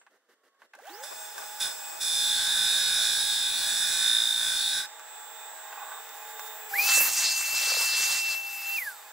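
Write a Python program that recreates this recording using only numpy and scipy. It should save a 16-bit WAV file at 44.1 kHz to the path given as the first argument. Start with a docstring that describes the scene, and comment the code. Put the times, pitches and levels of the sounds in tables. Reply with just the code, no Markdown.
"""A workshop, a small lathe close to a two-port microphone. After a few wipes and lever clicks the
drive motor runs up. The tool touches, then cuts a hollow metal part: the scrape repeats each turn and
rings the part and the boring bar. The spindle stops, the motor idles on, the carriage is wound back.
A hand vacuum cleaner whines up, sucks the chips out of the part and runs down."""
import sys
import numpy as np
from scipy import signal
from scipy.fft import rfft, irfft, next_fast_len
from scipy.io import wavfile
from scipy.ndimage import uniform_filter1d, map_coordinates

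SR = 44100
rng = np.random.default_rng(int(sys.argv[2]) if len(sys.argv) > 2 else 0)


def digitize_waveform(pressure):
    """Quantize a signal to 16-bit integers and store it at the path in sys.argv[1].

    Rows of a 2-D input are taken as channels; values are limited to [-1, 1].
    """
    field = np.atleast_2d(pressure).T
    bounded = np.clip(field, -1, 1)
    quanta = np.round(bounded * 32767).astype(np.int16)
    wavfile.write(sys.argv[1], SR, quanta)


N = 402191
M = next_fast_len(N)
T, HZ = np.arange(N) / SR, np.fft.rfftfreq(M, 1 / SR)
CLUTCH_OUT_S = 4.86

# resonances of the part and of the boring bar: pitch_hz, width_hz, level_db
PART_MODES = [(2473, 105, -5.5), (4180, 190, -10), (5086, 193, 3.5), (5600, 260, -1), (6020, 60, -5.5),
              (7140, 120, -5), (7906, 220, 2), (8380, 27, 2), (9180, 140, -3.5), (9740, 500, 1.5),
              (11200, 140, -7)]
BAR_MODES = [(3464, 74, 0.5), (3608, 85, 2.5), (3790, 150, 8.5)]
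# long cut: time_s, level_db, body_rel_db, bar_rel_db, chatter_rel_db
LONG_CUT = [(2.0, -45, -7, -1.5, -27), (2.012, -32.5, -24, -3, -3), (2.03, -32, -16, -2, -1),
            (2.25, -30, -15, 2, 1), (2.42, -32.5, -6.5, 1, -9), (2.57, -30.5, -7.5, 2.5, 5),
            (2.9, -31, -7.5, 0.5, -35), (3.05, -30, -8, 0.5, 0), (3.53, -34.5, -10.5, 2, -16),
            (3.68, -31.5, -8.5, -2, -5), (4.0, -30.5, -8.5, 1.5, 2.5), (4.1, -31.5, -5.5, 6.5, 5.5),
            (4.33, -34.5, -9.5, 6, 5.5), (4.48, -32.5, -5, 3, 2), (4.67, -34, -11, 2, -4),
            (4.79, -32.5, -5, -0.5, -14), (4.86, -50, 12, 7, -24), (4.92, -94, 3, -9, -10)]


def gain_of(db):
    """Decibels to gain."""
    return 10 ** (np.asarray(db) / 20)


def unit_rms(x):
    """Scale to rms 1."""
    return x / np.sqrt(np.mean(x ** 2) + 1e-20)


def steady(x):
    """Divide out the slow level."""
    return x / np.sqrt(uniform_filter1d(x ** 2, size=6000) + 1e-20)


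def spectrum(points):
    """Interpolate over log frequency."""
    hz, value = np.transpose(points)
    return np.interp(np.log(HZ + 1), np.log(hz + 1), value)


def window(start_s, end_s, edge_s):
    """Gate with linear edges."""
    return np.clip(np.minimum(T - start_s, end_s - T) / edge_s, 0, 1)


def curves(rows):
    """Gate over the rows' span, then each column at sample rate."""
    time_s, *values = np.transpose(rows)
    return window(time_s[0], time_s[-1], 0.004), *(np.interp(T, time_s, v) for v in values)


def strokes(rows, edge_s):
    """Envelope of strokes: fade in, hold, fade out."""
    return sum(gain_of(db) * np.clip(np.minimum(T - s, s + length_s - T) / edge_s + .5, 0, 1) ** 2
               for s, length_s, db in rows)


def filtered(x, gain):
    """Apply a gain over frequency."""
    return irfft(rfft(x, M) * gain, M)[:N]


def noise(gain):
    """Coloured noise, rms 1."""
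    return unit_rms(filtered(rng.standard_normal(M), gain))


def wander(rate_hz):
    """Smooth random drift, rms near 1."""
    coarse = rng.standard_normal(int(N / SR * rate_hz) + 4)
    return map_coordinates(coarse, [T * rate_hz], order=2)


def rings(modes, steep=1.57):
    """Gain over frequency of resonances: pitch_hz, width_hz, level_db."""
    return np.sqrt(sum(gain_of(db) ** 2 / (1 + (2 * (HZ - hz) / width_hz) ** 2) ** steep
                       for hz, width_hz, db in modes))


def tone(hz):
    """Sine on a pitch curve, rms 1."""
    return np.sqrt(2) * np.sin(2 * np.pi * (np.cumsum(hz) / SR + rng.random()))


def wipes(shop_db=-75):
    """Dry wiping strokes over the quiet shop, and a brief thin tone."""
    swipes = [(0, 0.042, -73), (.1, 0.081, -68), (.285, 0.064, -64), (.43, 0.065, -66), (.59, 0.079, -64),
              (.74, 0.11, -63.5)]  # start_s, length_s, level_db
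    colour = [(100, -62), (220, -17.5), (497, -6), (917, -14.5), (1090, -12), (1840, -9), (2420, -25),
              (2870, -21.5), (15500, -33)]  # freq_hz, density_db
    level = np.hypot(strokes(swipes, edge_s=0.02), gain_of(shop_db))
    thin = gain_of(-77 + 2.3 * wander(31.7)) * tone(1106 + 2.6 * wander(18)) * window(.35, .62, .02)
    return level * noise(gain_of(spectrum(colour))) + thin


def knocks(strike_t60_s=0.000091, rattle_t60_s=0.071, tick_t60_s=0.03):
    """A sharp strike and a short rattle ring the lever; a treble tick on top."""
    hits = [(0.015, -53, -87, -5), (0.066, -50, -80, -2.5), (0.545, -68, -83, -2), (0.619, -47, -76, -1.5),
            (0.735, -52, -66, 9.5), (0.751, -48, -55, -5), (0.788, -55, -60, 1), (0.855, -49, -56, -5),
            (0.87, -47, -52, -4), (0.895, -42, -62, -9), (1.037, -36.5, -41, -6), (1.38, -36, -40, -4.5),
            (1.423, -40, -55, -6), (4.995, -43, -50, 0), (5.725, -37.5, -58, -2), (5.774, -50, -65, -4),
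            (5.797, -44, -65, -2), (5.845, -41, -65, -10), (5.919, -41, -65, -2), (6.091, -43.5, -45, -3),
            (6.3, -48, -53, -5), (6.3947, -28.5, -40.5, -14), (6.478, -45, -51, -8)]  # start_s, level_db, tick_db, rattle_rel_db
    lever_modes = [(910, 260, 6), (1160, 72, 12), (1565, 170, 14), (2010, 120, 5), (2540, 170, 1),
                   (3070, 140, -11), (4400, 550, -30)]  # pitch_hz, width_hz, level_db
    t = np.arange(4000) / SR
    blows, ticks = np.zeros((2, N + len(t)))
    strike = 5.2 * gain_of(-60 * t / strike_t60_s)
    for start_s, db, tick_db, rattle_db in hits:
        rattle, tick = rng.standard_normal((2, len(t)))
        rattle *= gain_of(rattle_db - 60 * t / rattle_t60_s) * np.minimum(t / 0.001, 1)
        blows[round(start_s * SR):][:len(t)] += gain_of(db) * (strike + rattle)
        ticks[round(start_s * SR):][:len(t)] += gain_of(tick_db - 60 * t / tick_t60_s) * tick
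    ring = sum(gain_of(db) * width_hz * np.exp(-np.pi * width_hz * t) * np.sin(2 * np.pi * hz * t)
               for hz, width_hz, db in lever_modes)
    ring = signal.sosfilt(signal.butter(4, 750, "high", fs=SR, output="sos"), ring)
    lever = signal.oaconvolve(blows, ring / np.linalg.norm(ring))[:N]
    tick_colour = rings([(4180, 900, 6), (6150, 2700, 8.7), (11000, 9500, 2.5)])
    return lever + filtered(ticks, tick_colour / (1 + (2500 / (HZ + 1)) ** 2))


def motor():
    """Shaft orders and switching whistles waver over a roar; a loose cover rings at idle."""
    levels = [(.77, -38, 0), (.8, -11.5, 3), (.9, 1, -3), (1.05, 0.5, -1), (2, 2.5, 2), (4.8, -1, 4),
              (4.9, -1.5, -6), (5.5, 0.5, -3), (6.6, 2.5, 5.5), (6.8, 0, -1), (8.7, -6.5, -7),
              (9.12, -2, -1)]  # time_s, gain_db, whistle_rel_db
    loaded_tones = [(635.2, -64), (800, -61), (838, -55), (950, -66), (1163, -66), (1470, -63), (2509, -62),
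                    (3472, -64), (3628, -66), (5050, -68), (6492, -64), (7257, -61), (7413, -67),
                    (7569, -57), (7730, -59), (8656, -61), (10820, -72), (12134, -69), (12985, -72),
                    (14400, -69), (14718, -60), (14874, -66), (15192, -62), (15348, -65), (15665, -59)]  # driving the spindle: pitch_hz, level_db
    idle_tones = [(635.2, -63), (738, -67), (802, -60), (843, -55), (862, -62), (893.6, -63), (945, -65),
                  (1050, -64), (1163, -64), (1335, -65), (1615, -64), (1690, -67), (1900, -67), (2062, -70),
                  (3483, -65), (3801, -70), (3962, -72), (7122, -71), (7284, -60), (7440, -59), (7601, -64),
                  (7757, -58), (12134, -69), (14400, -68), (14718, -56), (14874, -64), (15030, -65),
                  (15192, -61), (15348, -65), (15665, -63)]  # pitch_hz, level_db
    roar_colour = [(60, -58), (220, -42), (270, -24.5), (390, -21), (440, -11.5), (600, -15), (720, -9.5),
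                   (839, -6.5), (1110, -11), (1650, -5.5), (2290, -16), (3570, -17), (4200, -22.5),
                   (7530, -19.5), (8870, -25.5), (15900, -27.5)]  # freq_hz, density_db
    spindle_hiss = [(9000, -10), (13000, 3)]  # freq_hz, density_db
    idle_moan = [(4.9, 454, -71), (5.9, 457, -67), (6.3, 448, -61.5), (6.9, 421, -61)]  # time_s, pitch_hz, level_db
    idle_whine = [(4.87, -63), (5.2, -62.5), (5.47, -56), (5.56, -82), (5.62, -64.5), (6.09, -56.5),
                  (6.17, -64), (6.3, -58), (6.55, -54), (6.65, -77), (8.6, -61), (9.12, -69)]  # one switching whistle, swelling and dropping out: time_s, level_db
    _, gain_db, whistle_db = curves(levels)
    idle, running, switching = np.clip([(T - CLUTCH_OUT_S) / .014, (T - .98) / .07, (T - .78) / .15], 0, 1)
    sway = [gain_of(2.57 * wander(9)) for _ in range(5)]
    drift_hz = [2 * wander(12) for _ in range(3)]
    whistle = gain_of(whistle_db) * switching
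    hum = 0
    for tones, gate in ((idle_tones, idle), (loaded_tones, 1 - idle)):
        for k, (hz, db) in enumerate(tones):
            level = gate * gain_of(db) * (whistle if hz > 12000 else running)
            hum += level * sway[k % 5] * tone(hz + drift_hz[k % 3])
    roar = gain_of(-50.5) * noise(gain_of(spectrum(roar_colour)))
    cover = idle * gain_of(-66.5 + 2.9 * wander(17)) * noise(rings([(2500, 63, 0)]))
    hiss = (1 - idle) * running * gain_of(-53.5) * noise(gain_of(spectrum(spindle_hiss)))
    gate, moan_hz, moan_db = curves(idle_moan)
    moan = gate * gain_of(moan_db + 4.4 * wander(45)) * tone(moan_hz + 3 * wander(39))
    gate, whine_db = curves(idle_whine)
    whine = gate * gain_of(whine_db + 2.4 * wander(18)) * tone(3642 + drift_hz[0])
    return gain_of(gain_db) * (T > levels[0][0]) * (hum + roar + cover + hiss) + moan + whine


def gear_run_up():
    """Gear and shaft tones climb through the frame's resonances, rattling more as they rise."""
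    climbs = [(.775, .805, 450, 880, -52), (.815, .9, 400, 880, -49), (.89, 1.07, 290, 620, -46),
              (.9, 1.04, 810, 850, -54), (.825, 1.025, 1680, 7030, -52)]  # start_s, end_s, from_hz, to_hz, level_db
    frame = rings(PART_MODES + BAR_MODES + [(860, 210, 6.5), (5560, 14000, -5)])
    out = np.zeros(N)
    for start_s, end_s, from_hz, to_hz, db in climbs:
        progress = np.clip((T - start_s) / (end_s - start_s), 0, 1)
        hz = (from_hz + (to_hz - from_hz) * progress) * (1 + .015 * wander(300))
        rough = 0.55 * np.minimum(hz / 3000, 1)
        swell = (0.92 + 0.37 * progress) * window(start_s, end_s, (end_s - start_s) / 10)
        level = gain_of(db + 1.4 * wander(90.5)) * np.interp(hz, HZ, frame) * swell
        out += level * ((1 - rough) * tone(hz) + rough * wander(200) * tone(hz))
    return out


def tool_contact(rub_db=-48, rise_s=0.013, t60_s=0.39):
    """Level of the tool on the part: light rub, brief touches, long cut."""
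    touches = [(1.021, 0.0064, -44.5), (1.367, 0.0089, -49), (1.595, 0.034, -32)]  # start_s, hold_s, peak_db
    touch = 0
    for start_s, hold_s, db in touches:
        decay_s = np.maximum(T - start_s - rise_s - hold_s, 0)
        touch += gain_of(db - 60 * decay_s / t60_s) * np.clip((T - start_s) / rise_s, 0, 1)
    gate, level_db = curves(LONG_CUT)[:2]
    rub = gain_of(rub_db) * (T > 1.036) * (T < CLUTCH_OUT_S)
    return np.sqrt(touch ** 2 + rub ** 2 + (gate * gain_of(level_db)) ** 2)


def scrape_spectrum(turns, depth, fine_memory=0.864, coarse_memory=0.91):
    """The tool meets the last turn's marks again: the scrape repeats each turn and changes slowly."""
    fresh_share = [(200, 0.87), (800, 0.73), (930, 0.06), (5000, 0.13), (8000, 0.37), (11000, 0.14)]  # torn anew each turn: freq_hz, share
    torn = rng.standard_normal((int(turns[-1]) + 2, 720))  # one row a turn
    fine, coarse = (rfft(unit_rms(signal.lfilter([1], [1, -memory], torn, axis=0).ravel()))
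                    for memory in (fine_memory, coarse_memory))
    marks_per_turn = np.arange(len(fine)) / len(torn)
    marks = irfft(np.where(marks_per_turn < 40, coarse, fine), torn.size * 4)
    traced = unit_rms(np.interp(turns * 720 * 4, np.arange(len(marks)), marks))
    # a light touch leaves no marks
    scrape = np.sqrt(depth) * traced + np.sqrt(1 - depth) * rng.standard_normal(N)
    fresh = np.clip(spectrum(fresh_share), 0, 1)
    return np.sqrt(1 - fresh) * rfft(scrape, M) + np.sqrt(fresh) * rfft(rng.standard_normal(N), M)


def part_ring(scrape, depth):
    """The scrape rings the part; a thin mode of the rim squeals."""
    rim_mode = [(4404, 24, 1)]  # pitch_hz, width_hz, level_db
    floor = [(20, -14.5), (300, -26.5), (900, -54), (2900, -40), (4200, -20), (7500, -5.5), (8600, -19),
             (12500, -16), (15000, -24.5)]  # scrape between the modes: freq_hz, level_db
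    rim = rings(rim_mode)
    modes = np.hypot(rings(PART_MODES), gain_of(5.5) * rim)
    ring = unit_rms(irfft(scrape * np.hypot(modes, gain_of(spectrum(floor))), M)[:N])
    ring -= (1 - depth) * filtered(ring, 1 / (1 + (HZ / 250) ** 4))  # only a deep cut thuds
    ring -= (T < LONG_CUT[0][0]) * 0.55 * filtered(ring, np.minimum(rim, 1))  # less squeal early on
    treble_mode = np.minimum(rings(PART_MODES[-2:-1]), 1)
    return ring - (1 - depth) * 0.87 * filtered(ring, treble_mode)


def chatter(turns, mean_spindle_hz, high_spot_s=4.257):
    """A high spot of the bore kicks the bar once a turn."""
    pitch = [(2.0, 3580), (3.1, 3590), (4.05, 3650), (4.3, 3630), (4.5, 3570), (4.8, 3700)]  # time_s, pitch_hz
    offset_turns = (turns - turns[round(high_spot_s * SR)] + .5) % 1 - .5
    cycles = curves(pitch)[1] / mean_spindle_hz * offset_turns
    return unit_rms(np.exp(-(offset_turns / 0.14) ** 2) * np.cos(2 * np.pi * cycles))


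def cut():
    """One scrape drives the part, its hollow body and the boring bar."""
    spindle = [(2, 56.92), (2.25, 56.74), (2.55, 56.52), (3.2, 56.5), (3.45, 56.74), (3.7, 56.5),
               (3.95, 56.5), (4.2, 56.63), (4.86, 56.6)]  # sags under load: time_s, speed_hz
    body_modes = [(1494, 17, 9), (1535, 63, 4.5), (1633, 71, 4.5), (1775, 390, -7.5), (1103, 280, -17.5)]  # pitch_hz, width_hz, level_db
    top_mode_level = [(2.2, -8), (2.5, 4), (2.95, 2), (3.1, 5), (3.5, -1), (3.7, 0), (4.2, 2), (4.5, -6),
                      (4.75, 8)]  # bar's top mode against the others: time_s, rel_db
    body_db, bar_db, chatter_db = curves(LONG_CUT)[2:]
    level, spindle_hz = tool_contact(), curves(spindle)[1]
    turns = np.cumsum(spindle_hz) / SR
    depth = np.clip((20 * np.log10(level + 1e-9) + 50) / 14, 0, 1)
    scrape = scrape_spectrum(turns, depth)
    body, bar_low, bar_top = (steady(irfft(scrape * rings(modes, steep=1.48), M)[:N])
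                              for modes in (body_modes, BAR_MODES[:2], BAR_MODES[2:]))
    top_gain, kick = gain_of(curves(top_mode_level)[1] - 3), gain_of(chatter_db)
    bar = (bar_low + top_gain * bar_top) / np.hypot(1, top_gain)
    bar = (bar + kick * chatter(turns, spindle_hz.mean())) / np.hypot(1, kick)
    pressure = gain_of(-9.5 * (1 - depth))  # body and bar ring less under a light rub
    body_and_bar = pressure * (gain_of(body_db) * body + gain_of(bar_db) * bar)
    return level * (part_ring(scrape, depth) + body_and_bar)


def swishes(mid_share=0.63):
    """Brief wide rushes before the long cut, in opposite phase at the two ports."""
    rushes = [(1.105, 0.045, -46), (1.35, 0.1, -47), (1.64, .095, -47.5), (1.905, 0.085, -49.5)]  # start_s, length_s, level_db
    colour = rings([(795, 1000, 0)]) / (1 + (380 / (HZ + 1)) ** 3)
    rush = strokes(rushes, edge_s=0.018) * noise(colour)
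    return np.outer([mid_share + 1, mid_share - 1], rush)


def carriage(edge_s=0.054):
    """The carriage rumbles hollowly as it is wound back; loose chips rustle."""
    winds = [(5.55, 0.23, -55.5), (5.75, 0.26, -45.5), (6.05, 0.16, -55)]  # start_s, length_s, level_db
    rustles = [(6.12, 0.13, -58), (6.25, 0.098, -54), (6.41, 0.09, -56)]  # start_s, length_s, level_db
    hollow = rings([(814, 41, 6.5), (1110, 220, -2.5), (1490, 110, -6)])
    rumble = noise(hollow * HZ / (HZ + 2000)) * gain_of(2 * wander(40))
    rustle = noise(rings([(9460, 15000, 0)]) * HZ / (HZ + 4000)) * gain_of(4.7 * wander(60))
    return strokes(winds, edge_s) * rumble + strokes(rustles, edge_s) * rustle


def nozzle_air():
    """Patchy air at the vacuum nozzle: rush, sharp jet, hiss and hollow gulp."""
    levels = [(6.69, -59, 6, -47), (6.78, -42.5, -1.5, -34), (6.88, -28, -1, -31.5), (6.99, -35, 12, -29),
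              (7.01, -39, 5, -21.5), (7.08, -33.5, 4, -29.5), (7.11, -42, 10.5, -36), (7.18, -38, 12, -36),
              (7.25, -26, -5.5, -41.5), (7.37, -36.5, 4, -40), (7.52, -37.5, 1, -37), (7.56, -34, 3.5, -37),
              (7.76, -30, -0.5, -39.5), (7.81, -33, 1.5, -33), (7.94, -30.5, -3, -41), (8.02, -29, -1, -37),
              (8.19, -32.5, 0, -39.5), (8.23, -40, -0.5, -41.5), (8.33, -36, -1.5, -41.5),
              (8.4, -49.5, 1, -45), (8.77, -46.5, 1.5, -39.5), (8.79, -49, 1, -38), (8.93, -59.5, 0, -50),
              (9.11, -67, 1, -61)]  # time_s, rush_db, jet_rel_db, hiss_db
    rush_modes = [(4200, 450, -0.5), (4800, 1200, 2), (3070, 720, -34)]  # pitch_hz, width_hz, level_db
    jet_modes = [(6770, 3050, 6), (8600, 840, -2)]  # pitch_hz, width_hz, level_db
    hiss_colour = [(5590, -17.5), (9500, -3), (10400, -1), (14300, 6.5), (15900, -2)]  # freq_hz, density_db
    gulp_colour = [(20, -33), (327, -27.5), (811, -16.5), (886, -12.5), (2300, -8.5), (2630, -11),
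                   (2870, -10.5), (4000, -17.5), (5200, -54)]  # freq_hz, density_db
    gate, rush_db, jet_db, hiss_db = curves(levels)
    low_cut = HZ / (HZ + 3000)
    air = gain_of(rush_db) * noise(rings(rush_modes) * low_cut)
    air += gain_of(rush_db + jet_db) * noise(rings(jet_modes) * low_cut)
    air += gain_of(hiss_db) * noise(gain_of(spectrum(hiss_colour)))
    air += gain_of((rush_db + hiss_db) / 2 - 4.5) * noise(gain_of(spectrum(gulp_colour)))
    cells = signal.stft(air, nperseg=512)[2]
    for bins, frames, spread_db in ((9, 7, 1.76), (60, 4, 1.1)):  # narrow patches, wide gusts
        flicker = uniform_filter1d(rng.standard_normal(cells.shape), bins, axis=0)
        cells *= gain_of(spread_db * unit_rms(uniform_filter1d(flicker, frames, axis=1)))
    return gate * signal.istft(cells, nperseg=512)[1][:N]


def vacuum_fan(on_s=6.7025, rise_s=.04, off_s=8.762, coast_s=.186, blades=6, echo_t60_s=.2):
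    """Whine through the hose, and a blade tone; quick run-up, then coasting against air drag."""
    full_speed = [(6.7, 2653, -23), (7.0, 2658, -25), (7.11, 2698, -39), (7.22, 2670, -34),
                  (8.0, 2672, -30.5), (8.16, 2692, -31.5), (8.31, 2667, -30), (8.42, 2674, -36),
                  (8.62, 2660, -38), (8.75, 2698, -29.5)]  # races when the nozzle is blocked: time_s, pitch_hz, level_db
    hose_modes = [(1650, 140, 5), (2010, 160, 1), (2385, 152, 3.5), (2672, 94, -1)]  # pitch_hz, width_hz, level_db
    _, top_hz, whine_db = curves(full_speed)
    run_up = 1 - np.exp(-np.maximum(T - on_s, 0) / rise_s)
    speed = run_up / (1 + np.maximum(T - off_s, 0) / coast_s)
    hz = top_hz * speed
    level = np.interp(hz, HZ, rings(hose_modes)) * speed ** 1.67 * gain_of(whine_db + wander(40))
    whine = level * tone(hz + 2.6 * wander(60))
    blade_tone = gain_of(-33.5 + 2 * wander(100)) * tone(blades * hz) * (hz / hz.max()) ** 4.6
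    tail = rng.standard_normal(SR // 2) * gain_of(-60 * T[:SR // 2] / echo_t60_s)
    shop_echo = gain_of(-21) * signal.oaconvolve(whine, tail / np.linalg.norm(tail))[:N]
    return whine + shop_echo + blade_tone


def hose_hum(pitch_hz=801.3):
    """A steady note in the hose."""
    levels = [(6.71, -40.5), (6.97, -45), (7.0, -56.5), (8.75, -53), (8.8, -63)]  # time_s, level_db
    gate, db = curves(levels)
    return gate * gain_of(db + wander(21)) * tone(pitch_hz + .5 * wander(8.9))


def chips(tap_hz=2000, tube_hz=490, drop_s=.0015, t60_s=.036):
    """Chips thud up the tube, each falling from a bright tap to the tube note."""
    thuds = [(6.974, -30.5), (7.006, -31.5), (7.239, -42), (7.609, -43), (7.671, -38), (7.702, -39),
             (7.717, -30.5), (7.741, -34), (7.767, -31), (7.802, -38), (7.827, -36), (7.936, -42),
             (8.0, -42), (8.072, -43)]  # start_s, level_db
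    t = np.arange(1500) / SR
    glide_hz = tube_hz + (tap_hz - tube_hz) * np.exp(-t / drop_s)
    out = np.zeros(N)
    for start_s, db in thuds:
        envelope = gain_of(db - 60 * t / t60_s) * np.minimum(t / 0.00054, 1)
        out[round(start_s * SR):][:len(t)] += envelope * tone(glide_hz * rng.uniform(0.857, 1.15))
    return out


def ports(mid, side, lean, scatter, t60_s=0.2):
    """The two ports differ by a level lean, a phase lead and reflections off the metal."""
    reflections = [(300, .5), (1200, .5), (2500, .95)]  # in the side signal: freq_hz, weight
    bounce = rfft(rng.standard_normal(SR) * gain_of(-60 * T[:SR] / t60_s), M)
    tilt = np.tanh(spectrum(lean) * np.log(10) / 40) * HZ / (HZ + 200)
    rest = np.sqrt(np.maximum(gain_of(spectrum(side)) ** 2 - tilt ** 2, 0))
    reflected = np.clip(scatter * spectrum(reflections), 0, 1)
    phase = np.sqrt(reflected) * bounce / abs(bounce) - 1j * np.sqrt(1 - reflected)
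    apart = filtered(mid, tilt + rest * phase)
    return np.array([mid + apart, mid - apart])


def scene():
    """Motor and hand noises, the cut and the vacuum cleaner reach the ports from their own places."""
    # stereo width: freq_hz, side_minus_mid_db
    shop_side = [(200, -5), (380, -28), (700, -8.5), (1290, -19.5), (2380, -4), (4400, -2), (8120, 4),
                 (10000, -7), (12000, -12), (15000, -44)]
    cut_side = [(450, -48), (800, -10), (1200, -39), (1600, -55), (1950, -13), (2250, -28), (2550, -4.5),
                (3000, 0), (3600, -14), (4300, -1.5), (5100, -6), (6000, -6), (9000, 0.5), (11000, -17),
                (15000, -60)]
    vacuum_side = [(60, -33), (200, -34), (380, -22), (700, -19), (1290, -72), (2380, -4), (4400, -16.5),
                   (8120, -6.5), (11500, -15.5), (15000, -50)]
    # balance: freq_hz, left_minus_right_db
    shop_lean = [(380, -0.5), (950, -4.5), (2380, 1), (5980, -20), (9000, -4), (11500, -1.5)]
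    cut_lean = [(380, -1.5), (950, -6.5), (2380, 0), (5980, -2), (9000, -11.5), (11500, -1.5)]
    vacuum_lean = [(380, 0), (950, -1.8), (2380, -1), (5980, 1), (9000, -5.5), (11500, -0.2)]
    shop = wipes() + knocks() + motor() + gear_run_up() + carriage()
    mix = swishes() + ports(shop, shop_side, shop_lean, scatter=0.84)
    mix += ports(cut(), cut_side, cut_lean, scatter=0.97)
    vacuum = nozzle_air() + vacuum_fan() + hose_hum() + chips()
    return mix + ports(vacuum, vacuum_side, vacuum_lean, scatter=0.73)


def record(dry):
    """Steep low-pass at 15720 Hz."""
    low_pass = signal.firwin(1023, 15720, window=("kaiser", 9), fs=SR)
    return signal.oaconvolve(dry, low_pass[None], "same")


dry = scene()
out = record(dry)
digitize_waveform(out)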